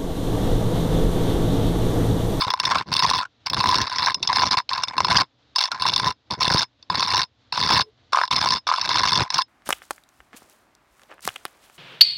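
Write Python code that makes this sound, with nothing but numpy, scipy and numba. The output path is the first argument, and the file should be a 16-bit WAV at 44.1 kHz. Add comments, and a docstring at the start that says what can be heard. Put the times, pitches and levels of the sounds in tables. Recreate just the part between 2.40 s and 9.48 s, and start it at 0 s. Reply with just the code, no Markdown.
"""Long fingernails scratch right on the wire mesh of a microphone, stroke after stroke with short pauses.
A nail catches on a wire and slips off: a burst of tiny knocks rings the mesh and the basket under it,
and at times the nail itself sings. Finger pressure rumbles through the microphone body, with a few bumps.
Behind it a quiet room hisses and hums; a faint low tone sounds once. Mono, through a quick limiter."""
import sys
import numpy as np
from scipy import signal
from scipy.fft import rfft, irfft
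from scipy.io import wavfile
from scipy.ndimage import uniform_filter1d, minimum_filter1d
from numba import njit

SR = 44100
rng = np.random.default_rng(int(sys.argv[2]) if len(sys.argv) > 2 else 0)


def master_out(mix):
    """Clip the mix to full scale and print it as 16-bit PCM to the path in sys.argv[1]."""
    frames = np.transpose(np.atleast_2d(mix))
    ceiling = np.clip(frames, -1, 1)
    pcm = np.round(ceiling * 32767).astype(np.int16)
    wavfile.write(sys.argv[1], SR, pcm)


N = 312228


def undb(db):
    """Decibels to amplitude."""
    return np.exp(np.asarray(db) * np.log(10) / 20)


def unit(x):
    """Scale to an RMS of 1."""
    return x / np.sqrt(np.mean(x ** 2))


def resonate(x, hz, width_hz):
    """Two-pole resonance, gain 1 at the centre."""
    return signal.lfilter(*signal.iirpeak(hz, hz / width_hz, fs=SR), x)


def butter(x, hz, kind, order=4):
    """Butterworth low-pass or high-pass."""
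    return signal.sosfilt(signal.butter(order, hz, kind, fs=SR, output="sos"), x)


def wander(rate_hz):
    """Random levels held 1 / rate_hz seconds and slewed; spread near 1."""
    hold = int(SR / rate_hz)
    return uniform_filter1d(np.repeat(rng.standard_normal(N // hold + 1), hold), hold // 4 + 1)[:N]


def bursts(times, sizes, rise_s, fall_s):
    """Envelope of knocks: each builds up to its time and dies away."""
    spikes = np.zeros(N)
    np.add.at(spikes, np.minimum((times * SR).astype(int), N - 1), sizes)
    t = np.arange(-1000, 1001) / SR
    shape = np.exp(np.where(t < 0, t / rise_s, -t / fall_s))
    return np.abs(signal.oaconvolve(spikes, shape, "same"))


@njit
def drifting_mode(x, hz, width_hz):
    """Resonance whose centre and width move every sample."""
    y, band_state, low_state = np.empty(len(x)), 0., 0.
    for i in range(len(x)):
        g, loss = np.tan(np.pi * hz[i] / SR), width_hz[i] / hz[i]
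        band = (band_state + g * (x[i] - low_state)) / (1 + g * (g + loss))
        band_state = 2 * band - band_state
        low_state += 2 * g * band
        y[i] = loss * band
    return y


def room_tone(hiss_db=-61.5, hum_hz=119, hum_db=-78):
    """The quiet room around the microphone: a soft hiss that swells slowly, and a hum."""
    # spectrum of the hiss: (frequency [Hz], relative density [dB])
    spectrum = [(24, -43.5), (55, -13), (124, -4), (151, -22), (294, -10), (384, -24), (448, -18),
                (2470, -27), (3760, -20.5), (7000, -40.5), (10400, -77.5)]
    hz, db = np.transpose(spectrum)
    bin_hz = np.arange(N // 2 + 1) * SR / N + 1
    colour = undb(np.interp(np.log(bin_hz), np.log(hz), db))
    hiss = unit(irfft(rfft(rng.standard_normal(N)) * colour, N))
    hum = np.sin(2 * np.pi * hum_hz * np.arange(N) / SR)
    return undb(hiss_db + 1.1 * wander(1.4)) * hiss + undb(hum_db) * hum


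def room_dip(drag, dip_db=-4, hold_s=0.1347):
    """Gain of the room tone: it dips while the nails drag and for a moment after."""
    span = int(hold_s * SR) // 2 * 2 + 1
    idle = minimum_filter1d(1. * (drag < 1e-3), span, origin=span // 2)
    return undb(dip_db * (1 - uniform_filter1d(idle, size=441)))


def faint_tone(centre_s=5.47, half_length_s=.035, hz=430, db=-52):
    """A soft, slightly wavering low tone after one stroke."""
    shape = np.exp(-((np.arange(N) / SR - centre_s) / half_length_s) ** 4)
    return undb(db) * shape * unit(resonate(rng.standard_normal(N), hz, width_hz=6.2))


def finger_bumps():
    """A finger bumps the microphone: a short shove, then the body swings out."""
    # bumps on the body: (time [s], relative level [dB])
    bumps = [(4.079, -8.5), (4.112, -10.5), (4.148, -2)]
    times, db = np.transpose(bumps)
    shove = butter(bursts(times, undb(db), 0.00038, 0.00017), 60, "high", order=2)
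    return shove + undb(1.5) * resonate(shove, hz=140, width_hz=60)


def handling_rumble(slip):
    """Finger pressure shakes the microphone body in uneven low thuds, harder on each slip."""
    pressure = rng.standard_normal(N) * undb(4.3 * np.minimum(wander(40), 1)) * slip ** 0.43
    shake = butter(butter(pressure, 58, "high"), 780, "low")
    return unit(resonate(shake, 110, 130) + undb(-28) * resonate(shake, 390, 430))


def stroke_gains(top_share=0.666, ease_db=4, lift_db_per_s=1505):
    """Gains of basket drag, mesh drag and rumble: a stroke swells, eases off and stops as the nails lift."""
    # strokes over the mesh, with the relative levels at their tops:
    # (start [s], length [s], basket drag [dB], mesh drag [dB], rumble [dB], swell from start to top [dB])
    strokes = [(0, 0.048, -28.5, -29, -48, -0.5), (0.066, 0.061, -38, -45.5, -42, -4),
               (0.151, 0.16, -34, -38, -40.5, 13.5), (0.266, 0.1475, -25, -34.5, -34.5, 4.5),
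               (0.459, 0.06, -42.5, -46.5, -37.5, 6), (0.516, 0.2964, -28, -27, -35, 2.5),
               (0.791, 0.061, -39.5, -51.5, -76.5, 7.5), (1.055, 0.021, -27, -30.5, -43.5, 8),
               (1.097, 0.061, -42.5, -45, -34.5, 7.5), (1.162, 0.314, -29.5, -30.5, -31.5, 2),
               (1.495, 0.22, -27.5, -27.5, -41, 6.5), (1.731, 0.13, -56.5, -56.5, -46.5, 2.5),
               (1.83, 0.0293, -42, -35, -44.5, -3), (1.885, 0.2, -26.5, -27.5, -30.5, 7.5),
               (2.107, 0.037, -25.5, -29.5, -34, 2), (2.169, 0.024, -21, -23.5, -41, -2.5),
               (2.303, 0.1464, -34, -38.5, -50.5, -3.5), (2.472, 0.128, -37, -51.5, -47.5, 3),
               (2.566, 0.25, -37, -41.5, -39.5, 1), (2.698, 0.1286, -21, -24, -32.5, 4),
               (3.1512, 0.127, -39.5, -35, -66.5, 0.5), (3.304, 0.077, -35.5, -46.5, -50.5, 3),
               (3.394, .15, -33, -30, -38, 4.5), (3.551, 0.16, -30, -30, -34, 13.5),
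               (3.902, 0.044, -27.5, -29.5, -33.5, 3), (3.971, 0.077, -41.5, -52, -34, 6),
               (4.001, 0.23156, -27.5, -24, -35.5, 5), (4.498, 0.11, -30, -33, -34.5, 6.5),
               (4.616, 0.21605, -26.5, -24, -35, 7), (5.122, 0.29555, -24.5, -21.5, -30, 12.5),
               (5.721, 0.1342, -36, -36.5, -57.5, -1.5), (5.905, 0.26915, -28, -25.5, -34.5, 3.5),
               (6.267, 0.2, -37, -35.5, -53, 1), (6.442, 0.29, -25.5, -24.5, -34.5, 5.5),
               (6.716, 0.1139, -22.5, -25.5, -26, 15.5), (6.827, .05, -38.5, -52.5, -66, 12.5),
               (6.891, 0.12, -30, -29.5, -43, 16)]
    t, gains = np.arange(N) / SR, np.full((3, N), 1e-9)
    for start, length, *top_db, swell_db in strokes:
        end = start + length
        on = slice(int(start * SR), int((end + .05) * SR))
        shape_db = np.interp(t[on], [start, start + top_share * length, end], [-swell_db, 0, -ease_db])
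        shape_db -= lift_db_per_s * np.maximum(t[on] - end, 0)
        gains[:, on] += undb(np.add.outer(top_db, shape_db))
    slew_s = np.array([0.0011, 0.0011, 0.0024])
    poles = np.exp(-1 / (slew_s * SR))
    return [signal.lfilter([1 - pole], [1, -pole], gain) for pole, gain in zip(poles, gains)]


def wire_slips(count=900):
    """The nails ratchet from wire to wire over a fine scrape: force envelopes on basket and mesh."""
    # capped: a wire lets go before the pull grows large
    jitter, pull, mesh_pull = np.clip(rng.standard_normal((count, 3)).T, -3, 0.95)
    times = np.clip((np.arange(count) + 0.3854 * jitter) / count, 0, 1) * N / SR
    scrape = undb(9.1 * np.minimum(wander(60), .8))
    on_basket = unit(bursts(times, undb(4.1 * pull), 0.0011, 0.0022))
    on_mesh = unit(bursts(times, undb(3.2 * mesh_pull + 2.5 * pull), .0003, .0009))
    return unit(on_basket + 0.22 * scrape), unit(on_mesh + 0.34 * scrape)


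def ring(force, modes, vary_db, bend_widths, damp_db, rate_hz=90):
    """Slips land in different spots, so each mode varies in drive and pitch; the fingers damp them all."""
    damping = undb(damp_db * np.maximum(wander(rate_hz / 2), 0))
    out = np.zeros(N)
    for k, (hz, width_hz, db) in enumerate(modes):
        drive = force * undb(vary_db * wander(rate_hz)) * damping
        bent_hz = hz + bend_widths * width_hz * wander(rate_hz / 2)
        out += (-1) ** k * undb(db) * drifting_mode(drive, bent_hz, width_hz * damping)
    return out


def singing_nail(force, rise_hz_per_s=1700, width_hz=116):
    """The nail itself sings at times: a resonance that rises as it slides."""
    # singing slides: (start [s], length [s], first pitch [Hz], gain [dB])
    slides = [(0.29, 0.09, 1029, -10), (5.72, 0.1244, 1150, -2.5), (0.8107, 0.13, 1340, 6),
              (3.311, 0.032, 1324, -2), (6.255, 0.1325, 1167, -2.5)]
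    out = np.zeros(N)
    for start, length, hz, db in slides:
        t = np.arange(int(length * SR)) / SR
        on = slice(int(start * SR), int(start * SR) + len(t))
        glide = np.exp(2j * np.pi * (hz * t + rise_hz_per_s * t ** 2 / 2))
        # shift down by the pitch, smooth, shift back
        rung = butter(force[on] / glide, width_hz / 2, "low", order=1) * glide
        out[on] += undb(db) * np.sqrt(np.hanning(len(t))) * 2 * rung.real
    return out


def basket_ring(force):
    """The basket under the mesh rings in the midrange, joined by the singing nail."""
    # basket modes: (frequency [Hz], width [Hz], gain [dB])
    modes = [(920.2, 247.2, -13.5), (1027.5, 64.2, -0.4961), (1346, 668, -16.5), (1661.7, 294, -13.5),
             (2194.7, 190, -20.5)]
    rung = ring(force, modes, vary_db=2.32, bend_widths=0.13, damp_db=2.54) + singing_nail(force)
    return butter(butter(rung, 6900, "low"), 580, "high", order=2)


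def mesh_ring(force):
    """The mesh rings brightly under the knocks."""
    # mesh modes: (frequency [Hz], width [Hz], gain [dB])
    modes = [(2706, 140, -2), (3547.4, 130, 8), (4060, 721, 4), (4635.6, 130, 4), (5136, 38, 10.5),
             (5233, 473.6, 6.5), (6510, 480, -23.5)]
    rung = ring(force, modes, vary_db=2.2, bend_widths=0.3, damp_db=2.093)
    return butter(butter(rung, 6430, "low", order=8), 1600, "high", order=2)


def wire_ring(force):
    """Single wires ring in the top treble; each is filtered twice, so the gaps between them stay dark."""
    # wire modes: (frequency [Hz], width [Hz], gain [dB])
    modes = [(8420, 430, -22.5), (9272, 1000, -22.5), (11550, 600, -38.5), (15400, 900, -30)]
    # course of the wires' treble: (time [s], gain [dB])
    treble = [(1.3, 5), (1.52, -1.5), (1.9, 0), (2.4, -1), (3.599, 2.5), (4.6, 0.5), (6.0, 2), (6.35, -3.5),
              (6.6, 0.5)]
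    rung = np.zeros(N)
    for hz, width_hz, db in modes:
        drive = force * undb(3.3 * wander(150))
        rung += undb(db) * resonate(resonate(drive, hz, width_hz), hz, width_hz)
    return undb(np.interp(np.arange(N) / SR, *np.transpose(treble))) * butter(rung, 5800, "high")


def scratching_nails(basket_drag, mesh_drag, build_s=.0007):
    """The drag of the nails, with the loud catches on top, rings basket, mesh and single wires."""
    # the loudest catches of a nail: (time [s], relative mesh peak [dB], relative basket peak [dB])
    catches = [(0.01, -11, -31.5), (0.08, -22.5, -10), (0.1029, -8, -4), (0.137, -16, -1), (0.199, -7, -11),
               (0.252, -10, -21), (0.312, -24.5, -6.5), (0.383, -20, -17), (0.5272, -11, -8.5),
               (0.5373, -8.5, -30.5), (0.5651, -5, -24.5), (0.5921, -8.5, -30), (0.6228, -17.5, -1),
               (0.7, -6.5, -34), (1.061, -19, -21.5), (1.099, -10.5, -32.5), (1.1326, -9, -7),
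               (1.144, -15.5, -20.5), (1.202, -14.5, -4), (1.239, -18.5, 0), (1.257, -13.5, -1),
               (1.288, -11.5, -22.5), (1.311, -18.5, -10), (1.3425, -10, -11), (1.3541, -10, -28),
               (1.3827, -9, -7), (1.4147, -7, -22), (1.6602, -11.5, -25), (1.744, -8, -39),
               (1.8277, -10, -51.5), (1.874, -9.5, -23.5), (1.9287, -10, -9), (1.959, -10, -7.5),
               (1.9689, -9, -2), (1.995, -14.5, -5.5), (2.019, -16.5, -1), (2.033, -17, 0),
               (2.1105, -9.5, -4.5), (2.12, -13.5, -6.5), (2.131, -15.5, -5.5), (2.1717, -15, -10),
               (2.181, -17, -3.5), (2.2915, -15.5, -45), (2.3317, -13.5, -15.5), (2.3785, -14.5, -9),
               (2.4348, -7.5, -3), (2.4824, -12, -17.5), (2.5798, -10.5, -1.5), (2.6036, -12, -1),
               (2.6463, -5.5, 0.5), (2.683, -16.5, -7), (2.7, -19, -12.5), (2.7702, -6, -4.5),
               (3.159, -5, -8), (3.183, -7.5, -5.5), (3.189, -8.5, -26.5), (3.206, -10, -13.5),
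               (3.211, -5.5, -12), (3.2269, -14, -37), (3.2377, -9, -41.5), (3.254, -12.5, -28.5),
               (3.316, -12, -9), (3.4212, -11, -6.5), (3.465, -9.5, -16.5), (3.478, -12, -32.5),
               (3.4854, -8, -8), (3.5367, -11.5, -34.5), (3.561, -3, -24), (3.578, -10, -39),
               (3.597, -10.5, -5), (3.641, -23, -10), (3.6743, -14.5, -5.5), (3.9067, -13.5, -36.5),
               (4.0202, -14, -17.5), (4.029, -9.5, -20.5), (4.052, -11.5, -29.5), (4.0789, -10, -8.5),
               (4.426, -37, -71), (4.4995, -14.5, -3.5), (4.546, -23, -4), (4.554, -13, -37),
               (4.6043, -12, -7.5), (4.6259, -15.5, 2), (5.124, -18.5, -14), (5.1753, -15.5, -6.5),
               (5.3066, -20, -3.5), (5.3313, -11.5, -10.5), (5.731, -14.5, 3), (5.745, -30, -2),
               (5.771, -21.5, -4.5), (5.786, -21, -4.5), (5.8132, -17.5, -4.5), (5.8347, -17, -2.5),
               (5.877, -23.5, -20.5), (5.91, -14, -11.5), (5.9614, -14, -21), (6.0123, -15.5, -2.5),
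               (6.0581, -13.5, -6), (6.1056, -8, -25), (6.1333, -13.5, -38), (6.269, -21.5, -4),
               (6.277, -15, -9), (6.2884, -21, -4), (6.3, -23, -9.5), (6.314, -33, -4.5),
               (6.324, -38.5, -13.5), (6.3374, -15, -7.5), (6.36, -18, -23.5), (6.381, -21.5, -9),
               (6.4131, -12, -36), (6.4907, -12.5, -4.5), (6.5558, -17, -0.5), (6.633, -10, 4.5),
               (6.73, -7.5, -33), (6.7546, -11, -27), (6.7744, -10, -32), (6.903, -15.5, -12.5),
               (6.942, -5.5, -25), (6.9812, -7.5, -36), (6.9882, -14, 3.5), (7.0181, -13.5, -18.5)]
    catch_s, mesh_db, basket_db = np.transpose(catches)
    slip_s = catch_s + build_s  # a catch builds up before the nail slips off
    grit = rng.standard_normal((2, N)) * undb(3.745 * rng.standard_normal((2, N)))  # uneven knocks
    basket_load = undb(26.5) * basket_drag + undb(7) * bursts(slip_s, undb(basket_db), 0.0007, 0.00086)
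    mesh_load = undb(6.5) * mesh_drag + undb(2.5) * bursts(slip_s, undb(mesh_db), 0.00062, 0.001868)
    mesh_knocks = mesh_load * grit[1]
    # the slip itself is one clean blow: a longer push on the basket, a snap on the mesh
    push = undb(19.5) * bursts(slip_s, undb(basket_db), .0001, .000085)
    snap = undb(-4) * bursts(slip_s, undb(mesh_db), .00002, .00004)
    basket = basket_ring(basket_load * grit[0] + push + undb(5.5) * mesh_knocks)
    mesh = mesh_ring(mesh_knocks + undb(13) * snap)
    hardness = (mesh_load / mesh_load.std()) ** 0.21  # single wires speak mostly on hard knocks
    return basket + mesh + wire_ring(mesh_knocks * hardness + snap)


def scene():
    """Nails and handling noise directly on the microphone, the room far behind; one channel."""
    basket_gain, mesh_gain, rumble_gain = stroke_gains()
    basket_slip, mesh_slip = wire_slips()
    nails = scratching_nails(basket_gain * basket_slip, mesh_gain * mesh_slip)
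    handling = rumble_gain * handling_rumble(basket_slip) + finger_bumps()
    background = faint_tone() + room_dip(basket_gain) * room_tone()
    return (nails + handling + background)[None]


def record(dry, limit_db=-8, limit_share=.55, top_hz=16000):
    """A quick limiter takes back a share of what passes limit_db, and the top is cut."""
    peak = uniform_filter1d(-minimum_filter1d(-np.abs(dry), size=133), size=133)  # 3 ms windows
    gain = np.maximum(peak / undb(limit_db), 1) ** -limit_share
    return signal.sosfilt(signal.ellip(10, .2, 70, top_hz, fs=SR, output="sos"), dry * gain)


dry = scene()
out = record(dry)
master_out(out)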